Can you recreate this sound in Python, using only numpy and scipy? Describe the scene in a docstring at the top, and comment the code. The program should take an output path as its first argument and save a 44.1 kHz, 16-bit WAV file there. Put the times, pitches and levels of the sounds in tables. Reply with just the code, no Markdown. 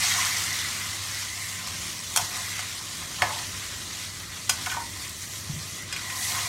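"""Wet chickpeas sizzle in a deep steel pan on a gas ring, over a mains hum and a low roar.
A steel skimmer turns them over: strokes rub the pan's modes, blows and short scrapes ring pan and skimmer.
The sizzle is shaped noise with droplet clicks and bubble tones; a hollow band and fat pops stand out.
Low thuds are decaying sines; the kitchen answers the blows and short scrapes. One microphone feeds both
channels."""
import sys
import numpy as np
from scipy import signal
from scipy.fft import rfft, irfft, next_fast_len
from scipy.io import wavfile
from scipy.ndimage import uniform_filter1d, map_coordinates

SR = 44100
rng = np.random.default_rng(int(sys.argv[2]) if len(sys.argv) > 2 else 0)


def to_wav(sig):
    """Store sig (one row per channel, or 1-D mono) as 16-bit WAV at the path in sys.argv[1].

    Samples outside -1..1 are clipped; the rate is SR.
    """
    pcm = np.clip(np.atleast_2d(sig), -1, 1) * 32767
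    pcm = np.round(pcm).astype(np.int16)
    wavfile.write(sys.argv[1], SR, pcm.T)  # frames by channels


N = 285755

# Frying strength; dies down after the water, flares when a stroke bares hot steel: time_s, level_db
FRY_LEVEL = [(0, -25), (.23, -25), (.36, -28), (.99, -32.5), (1.5, -34), (1.62, -34.5), (2.1, -34.5),
             (2.25, -31.5), (2.45, -33), (2.88, -35.5), (3.06, -35), (3.18, -34.5), (3.33, -31.5),
             (3.5, -35), (4.05, -35.5), (4.14, -37.5), (4.47, -38), (4.59, -34), (4.95, -38), (5.04, -36),
             (5.15, -37.5), (5.23, -35.5), (5.275, -38.5), (5.32, -36), (5.81, -37.5), (5.855, -42),
             (5.91, -39), (5.98, -37), (6.2, -33), (6.3, -28), (6.4, -27.5), (6.48, -31)]
# Sizzle colour: time_s, tilt_db_per_octave, hollow_db (re sizzle), pinched_share (0-1)
SIZZLE_COLOUR = [(0, 0, -8.5, .1), (.4, 0.9, -8, 0.3), (.75, 0, -9, .3), (1.0, 0.3, -12.5, .2),
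                 (1.3, 1.1, -7.5, 0.1), (1.5, 2, -4, 0.2), (1.65, 0.3, -13.5, .2), (2.3, 2, -13, .2),
                 (2.6, 0, -8, .2), (2.8, 0.5, -17, .3), (4.4, 0.3, -11.5, 0.7), (5.05, 2, -10.5, 0.3),
                 (5.3, 3, -12.5, .4), (5.62, 1, -14, 0.9), (5.72, 2, -7, 0.9), (5.88, 0, -7.5, .8),
                 (5.95, -2.5, -9.5, .8), (6.2, 5, -6, 0.74), (6.32, 2.5, -12, .5), (6.48, 1.5, -11, .4)]
# Spectrum of steam and fat: freq_hz, density_db (per Hz)
FIZZ_SPECTRUM = [(250, -40), (520, -35), (850, -19), (1150, -9), (1600, -9.5), (2300, -9), (2450, -7.5),
                 (2650, -11), (2900, -8.5), (3150, -7.5), (4250, -6.5), (5000, -8.5), (5800, -6),
                 (8800, -11.5), (12000, -18.5), (15800, -28.5)]
# Modes of the pan: freq_hz, width_hz, gain_db
PAN_MODES = [(300, 160, 2), (544, 30, 6.5), (705, 37, 5), (862, 126, -4), (930, 26, -1), (1034, 41, 2.5),
             (1157, 44, -3), (1237, 67, -3.5), (1702, 34, -6), (1818, 75, -2.5), (2158, 60, 1),
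             (2667, 48, -5.5), (3244, 47, -6), (3680, 80, -8), (4410, 51, -2), (5500, 110, -13),
             (6540, 100, -20), (7300, 110, -24), (8730, 140, 3.5), (9430, 120, 2)]
# Skimmer strokes along the steel: start_s, length_s, level_db
SKIMMER_STROKES = [(-.05, 0.43, -41.5), (0.444, 0.18, -51), (2.313, 0.14, -44.5), (2.997, 0.072, -40.5),
                   (3.174, 0.17, -38), (4.544, .3, -45.5), (6.043, 0.21, -42), (6.22, .35, -41.5)]
# Motor tones: freq_hz, level_db (re hum level)
HUM_TONES = [(85.4, -12.5), (100, 0.5), (129, -12), (170.5, -10), (213, -16)]
# Level of the hum: time_s, level_db
HUM_LEVEL = [(0, -44), (.6, -48), (1.44, -49), (2.8, -51), (3.18, -48), (3.63, -54), (4.17, -49),
             (5.02, -52), (5.5, -46.5), (5.92, -53.5), (6.48, -44)]
# Spectrum of the roar: freq_hz, density_db (per Hz)
ROAR_SPECTRUM = [(12, -51), (20, -22), (53, -10), (92, 1), (108, -7), (130, -7.5), (173, -7.5), (232, -11),
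                 (362, -13.5), (403, -16.5), (500, -20), (650, -15.5), (1100, -120)]
# Skimmer on pan, blows and short scrapes:
# start_s, pan_db, clash_db, skimmer_db, centre_hz, spread_octaves, rub_t60_s
SKIMMER_CONTACTS = [(.185, -23.5, -31, -37, 1090, 0.24, 0.36), (.213, -21.5, -32, -32, 1900, 0.54, 0.19),
                    (1.672, -36, -28, -37, 1500, 1.1, .02), (2.1614, -13.5, -13.5, -25, 3480, 1.6, 0.028),
                    (2.1722, -20.5, -13, -30, 1010, 0.73, 0.05), (2.194, -26, -30, -40, 950, .4, 0.044),
                    (2.5911, -27, -28.5, -31, 1800, 0.87, 0.01),
                    (3.2200, -8.5, -23.5, -16, 1780, 1, 0.0037), (3.227, -16, -38, -36, 840, 0.7, .045),
                    (3.293, -26, -42, -40, 934, 0.093, .18), (3.358, -34, -45, -47, 940, .12, 0.17),
                    (4.4934, -17, -19.5, -29, 6000, 0.97, .018),
                    (4.4953, -14, -12, -10.5, 4030, 1.5, 0.004),
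                    (4.661, -22.5, -29, -25, 2190, 0.45, 0.012),
                    (4.668, -24.5, -40, -28.5, 1030, 0.35, .06), (4.699, -39, -32, -24.5, 1520, 0.65, 0.17),
                    (4.7146, -27, -28, -29, 1410, 0.56, .06), (4.7443, -28, -42, -34, 1100, .3, 0.025),
                    (4.7672, -22.5, -42, -38, 928, 0.084, 0.035), (4.803, -32.5, -45, -40, 900, 0.14, .1),
                    (5.9256, -31, -27, -19, 4600, 1.6, 0.062), (5.963, -29, -30, -29, 2500, .44, 0.036),
                    (6.017, -40, -35, -44, 2100, .48, .02), (6.1, -31, -36, -30.5, 2400, 0.6, .058),
                    (6.345, -28, -38, -35, 1060, 0.15, 0.3)]
# Spectrum of steel edge on steel: freq_hz, density_db (per Hz)
CLASH_SPECTRUM = [(470, -41), (800, -0.5), (1900, -6.5), (2440, 0.5), (2910, -6.5), (3220, 3), (3830, -14),
                  (5510, 1.5), (8990, -4), (14300, -12.5), (16000, -23)]
# Modes of the skimmer: freq_hz, width_hz, gain_db
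SKIMMER_MODES = [(1495, 30, 6.5), (2304, 45, -4), (2430, 44, 1.5), (2880, 130, -3), (3280, 41, -4),
                 (4150, 49, -2.5), (4970, 37, 3.5), (5600, 86, -6), (6510, 63, -4.5), (7630, 140, -4)]
# Decay of the room: freq_hz, t60_s
KITCHEN_DECAY = [(300, 0.56), (2000, 0.2), (10000, 0.2)]
# Fat pops above the sizzle: start_s, peak_db, pitch_hz
FAT_POPS = [(.25, -16, 5070), (.367, -20, 5000), (.530, -16, 6000), (1.046, -24, 6500), (1.147, -26, 4500),
            (1.992, -23, 5500), (2.366, -31, 5700), (5.095, -25, 12500), (5.224, -22.5, 6500),
            (5.825, -29, 12000)]
# Low thuds: start_s, level_db, pitch_hz
LOW_THUDS = [(2.223, -36, 135), (3.222, -32, 102), (3.222, -37.5, 329), (5.496, -23, 147.4),
             (5.538, -27, 109), (5.562, -26.5, 152)]

BOWL_WIDE_HZ, BOWL_WIDE_WIDTH_HZ = 2038, 460
BOWL_NARROW_HZ, BOWL_NARROW_WIDTH_HZ = 1975, 210
STROKE_EDGE_S = 0.036  # rise and fall
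TUMBLE_DB = -15  # re sizzle
ROAR_DB = -47
CLASH_T60_S, CLASH_RISE_S = 0.04, 0.00059
KNOCK_DB, KNOCK_LOSS_DB_PER_S = -5.5, 41  # re pan ring; loss per second of rub t60
ROOM_DB = -7.0
POP_PEAK_CYCLES = 1.6  # envelope peak
THUD_T60_S, THUD_RISE_S = 0.15, 0.0014
TOP_HZ = 15830


def amp(db):
    """Gain of a level in dB."""
    return 10 ** (np.asarray(db) / 20)


def unit(x):
    """x at rms 1."""
    return x / np.sqrt(np.mean(x ** 2) + 1e-20)


def along(points, hz):
    """Values of (Hz, value) points, interpolated on a log axis."""
    point_hz, value = np.transpose(points)
    return np.interp(np.log(hz + 1), np.log(point_hz + 1), value)


def curve(table, column, t):
    """One column of a timed table at times t."""
    rows = np.array(table)
    return np.interp(t, rows[:, 0], rows[:, column])


def wobble(knots_per_s):
    """Smooth random curve through normal knots."""
    knots = rng.standard_normal(int(N * knots_per_s / SR) + 4)
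    return map_coordinates(knots, [np.arange(N) * knots_per_s / SR])


def patches(shape, bands, frames):
    """Random field of rms 1, smooth over some bands and frames."""
    across_bands = uniform_filter1d(rng.standard_normal(shape), bands, 0)
    return unit(uniform_filter1d(across_bands, frames, 1))


def filtered(x, response):
    """x times a complex response of frequency."""
    m = next_fast_len(x.shape[-1] + SR // 2)
    spectrum = rfft(x, m) * response(np.fft.rfftfreq(m, 1 / SR))
    return irfft(spectrum, m)[..., :x.shape[-1]]


def coloured(x, spectrum):
    """Noise x given a spectrum, at rms 1."""
    return unit(filtered(x, lambda hz: amp(along(spectrum, hz))))


def resonance(f, hz, width_hz):
    """Causal resonant peak of height 1."""
    return 1j * f * width_hz / (hz * hz - f * f + 1j * f * width_hz)


def modes(table, centre_hz, spread_octaves):
    """Response of the modes near a centre, neighbours of opposite sign."""
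    def response(f):
        total = 0
        for k, (hz, width_hz, db) in enumerate(table):
            near = np.exp(-.5 * (np.log2(hz / centre_hz) / spread_octaves) ** 2)
            total = total + (-1) ** k * amp(db) * near * resonance(f, hz, width_hz)
        return total
    return response


def spatter(per_second, spread_db):
    """Bursting droplets: sparse clicks, a few larger than the rest."""
    bursts = rng.random(N) < per_second / SR
    size_db = spread_db * np.minimum(rng.exponential(size=N), 3)
    return unit(bursts * rng.standard_normal(N) * amp(size_db))


def bubbles(per_second, centre_hz=3800, spread=.5, cycles=5, size_db=1.8):
    """Small bubbles: each a short tone that starts softly and rises a little."""
    when, pitch, size = rng.random((int(per_second * N / SR), 3)).T
    scatter = spread * np.log(pitch / (1 - pitch)) / 1.71  # logistic, in log frequency
    hz = np.clip(centre_hz * np.exp(scatter), 900, 12000)[:, None]
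    k = np.arange(640)
    turns = hz * k / SR
    level = amp(size_db * np.minimum(-np.log(size), 3))[:, None] * np.minimum(hz / centre_hz, 1)
    envelope = np.exp(-turns / cycles) * (1 - np.exp(-turns / 2))
    tones = level * envelope * np.sin(2 * np.pi * turns * (1 + 0.0019 * turns))
    places = (when * N).astype(int)[:, None] + k
    return unit(np.bincount(places.ravel(), tones.ravel(), N + len(k))[:N])


def sizzle(broad_db=1.13, narrow_db=1.5, bubble_db=-10, spatter_db=-7, flutter_db=0.84, crackle_db=.6):
    """Steam hiss with droplets and bubbles; spots of the pan flare up and narrow bands of it shift."""
    raw = rng.standard_normal(N) + amp(spatter_db) * spatter(2500, spread_db=2.5)
    hz, t, z = signal.stft(raw, SR, nperseg=512)
    patchy_db = broad_db * patches(z.shape, 12, 6) + narrow_db * patches(z.shape, 2, 4)
    octaves = np.log2(np.clip(hz, 500, None) / 6000)[:, None]
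    tilt_db = curve(SIZZLE_COLOUR, column=1, t=t) * octaves
    hiss = signal.istft(z * amp(patchy_db + tilt_db), SR, nperseg=512)[1][:N]
    fry = unit(coloured(hiss, FIZZ_SPECTRUM) + amp(bubble_db) * bubbles(per_second=600))
    level_db = curve(FRY_LEVEL, column=1, t=np.arange(N) / SR)
    return amp(level_db + flutter_db * wobble(14) + crackle_db * wobble(300)) * fry


def hollow():
    """The air in the bowl lifts one fluttering band of the sizzle, pinched when the peas are heaped up."""
    def band(hz, width_hz):
        noise = rng.standard_normal(N)
        return unit(filtered(noise, lambda f: resonance(f, hz, width_hz) ** 2))

    t = np.arange(N) / SR
    wide = band(BOWL_WIDE_HZ, BOWL_WIDE_WIDTH_HZ)
    narrow = band(BOWL_NARROW_HZ, BOWL_NARROW_WIDTH_HZ)
    share = np.clip(curve(SIZZLE_COLOUR, column=3, t=t), 0, 1)
    level_db = curve(FRY_LEVEL, column=1, t=t) + curve(SIZZLE_COLOUR, column=2, t=t)
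    flutter_db = 0.66 * wobble(9.1) + 1.9 * wobble(25)
    return amp(level_db + flutter_db) * (np.sqrt(1 - share) * wide + np.sqrt(share) * narrow)


def rubbing_gain():
    """Gain of the rubbing: a steady tumble that follows the frying, and the strokes on top."""
    t = np.arange(N) / SR
    power = amp(curve(FRY_LEVEL, column=1, t=t) + TUMBLE_DB) ** 2
    for start_s, length_s, db in SKIMMER_STROKES:
        rise = np.clip((t - start_s) / STROKE_EDGE_S, 0, 1)
        fall = np.clip((start_s + length_s - t) / STROKE_EDGE_S, 0, 1)
        power += (amp(db) * rise * fall) ** 2
    return np.sqrt(power)


def scrape(uneven_db=2.5):
    """The skimmer and the tumbling peas rub the steel and keep its low modes sounding."""
    grit = rng.standard_normal(N) + 0.28 * spatter(900, spread_db=1.0)
    ringing = unit(filtered(grit, modes(PAN_MODES, centre_hz=1304, spread_octaves=0.6)))
    return rubbing_gain() * amp(uneven_db * wobble(22)) * ringing


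def streaked(x, depth_db=5.5, centre_hz=2300, spread_octaves=1.22):
    """Narrow bands of the middle range dip, each for a moment."""
    hz, _, z = signal.stft(x, SR, nperseg=1024)
    reach = np.exp(-.5 * (np.log2((hz + 1) / centre_hz) / spread_octaves) ** 2)[:, None]
    dips = np.minimum(patches(z.shape, 3, 6) + 0.28, 0)
    return signal.istft(z * amp(depth_db * reach * dips), SR, nperseg=1024)[1][:N]


def motor_hum():
    """Steady tones of a motor, the strongest at twice the mains rate, waver in level and phase."""
    t = np.arange(N) / SR
    tones = np.zeros(N)
    for hz, db in HUM_TONES:
        phase = 2 * np.pi * hz * t + 0.2 * wobble(2.5)
        tones += amp(db + 1.0 * wobble(3.17)) * np.sqrt(2) * np.sin(phase)
    return tones * amp(curve(HUM_LEVEL, column=1, t=t))


def roar():
    """Low shaped noise, slowly wavering."""
    return amp(ROAR_DB + 1.2 * wobble(2.87)) * coloured(rng.standard_normal(N), ROAR_SPECTRUM)


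def clash(t, db):
    """Steel edges chatter: a short decaying burst of shaped noise."""
    envelope = amp(db - 60 * t / CLASH_T60_S) * (1 - np.exp(-t / CLASH_RISE_S))
    return envelope * coloured(rng.standard_normal(len(t)), CLASH_SPECTRUM)


def knock(t, pan_db, hz, rub_t60_s):
    """Dead knock, gone in a few cycles; the longer the rub, the softer."""
    turns = hz * t
    level = amp(pan_db + KNOCK_DB - KNOCK_LOSS_DB_PER_S * rub_t60_s)
    return level * turns * np.exp(1 - turns) * np.sin(2 * np.pi * turns)


def contact_ring(t, pan_db, skimmer_db, centre_hz, spread_octaves, rub_t60_s):
    """A first contact and a short or long decaying rub drive the modes of pan and skimmer."""
    drive = rng.standard_normal(len(t)) * amp(-60 * t / rub_t60_s)
    drive[0] = 9  # first contact
    sound = np.zeros(len(t))
    for table, db in ((PAN_MODES, pan_db), (SKIMMER_MODES, skimmer_db)):
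        ring = filtered(drive, modes(table, centre_hz, spread_octaves))
        sound += amp(db) * ring / np.abs(ring).max()
    return sound


def contacts():
    """Each blow or short scrape is a clash of edges, a dead knock and a ring of pan and skimmer."""
    out, t = np.zeros(N + SR), np.arange(SR // 2) / SR
    for start_s, pan_db, clash_db, skimmer_db, centre_hz, spread_octaves, rub_t60_s in SKIMMER_CONTACTS:
        sound = clash(t, clash_db) + knock(t, pan_db, centre_hz, rub_t60_s)
        sound += contact_ring(t, pan_db, skimmer_db, centre_hz, spread_octaves, rub_t60_s)
        out[round(start_s * SR):][:len(t)] += sound
    return out[:N]


def kitchen(x):
    """Each frequency of the room's answer dies at its own speed."""
    hz, t, z = signal.stft(rng.standard_normal(SR // 2), SR, nperseg=256)
    decay = amp(-60 * t / along(KITCHEN_DECAY, hz)[:, None])
    tail = signal.istft(z * decay, SR, nperseg=256)[1]
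    delayed = np.pad(x, (200, 0))  # samples
    return signal.fftconvolve(delayed, tail / np.linalg.norm(tail))[:N]


def pops():
    """Each fat pop is a tone of a few cycles."""
    out, t = np.zeros(N + SR), np.arange(SR // 100) / SR
    for start_s, db, hz in FAT_POPS:
        turns = hz * t
        envelope = turns / POP_PEAK_CYCLES * np.exp(1 - turns / POP_PEAK_CYCLES)
        out[round(start_s * SR):][:len(t)] += amp(db) * envelope * np.sin(2 * np.pi * turns)
    return out[:N]


def thuds():
    """Soft low bumps: decaying sines with a rounded onset."""
    out, t = np.zeros(N + SR), np.arange(SR // 3) / SR
    for start_s, db, hz in LOW_THUDS:
        envelope = amp(db - 60 * t / THUD_T60_S) * (1 - np.exp(-t / THUD_RISE_S))
        out[round(start_s * SR):][:len(t)] += envelope * np.sin(2 * np.pi * hz * t)
    return out[:N]


def scene():
    """Everything reaches one microphone; only the blows and short scrapes get the room's answer."""
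    food = streaked(sizzle() + hollow() + scrape())
    metal = contacts()
    metal_in_room = metal + amp(ROOM_DB) * kitchen(metal)
    mono = food + motor_hum() + roar() + metal_in_room + pops() + thuds()
    return np.array([mono, mono])


def record(dry):
    """The loudest peaks are rounded off, the treble has a narrow dip, nothing is kept above TOP_HZ."""
    rounded = dry / (1 + np.abs(dry / .65) ** 4) ** (1 / 4)
    return filtered(rounded, lambda hz: (1 - 0.41 * resonance(hz, 10600, 410)) * (hz < TOP_HZ))


dry = scene()
out = record(dry)
to_wav(out)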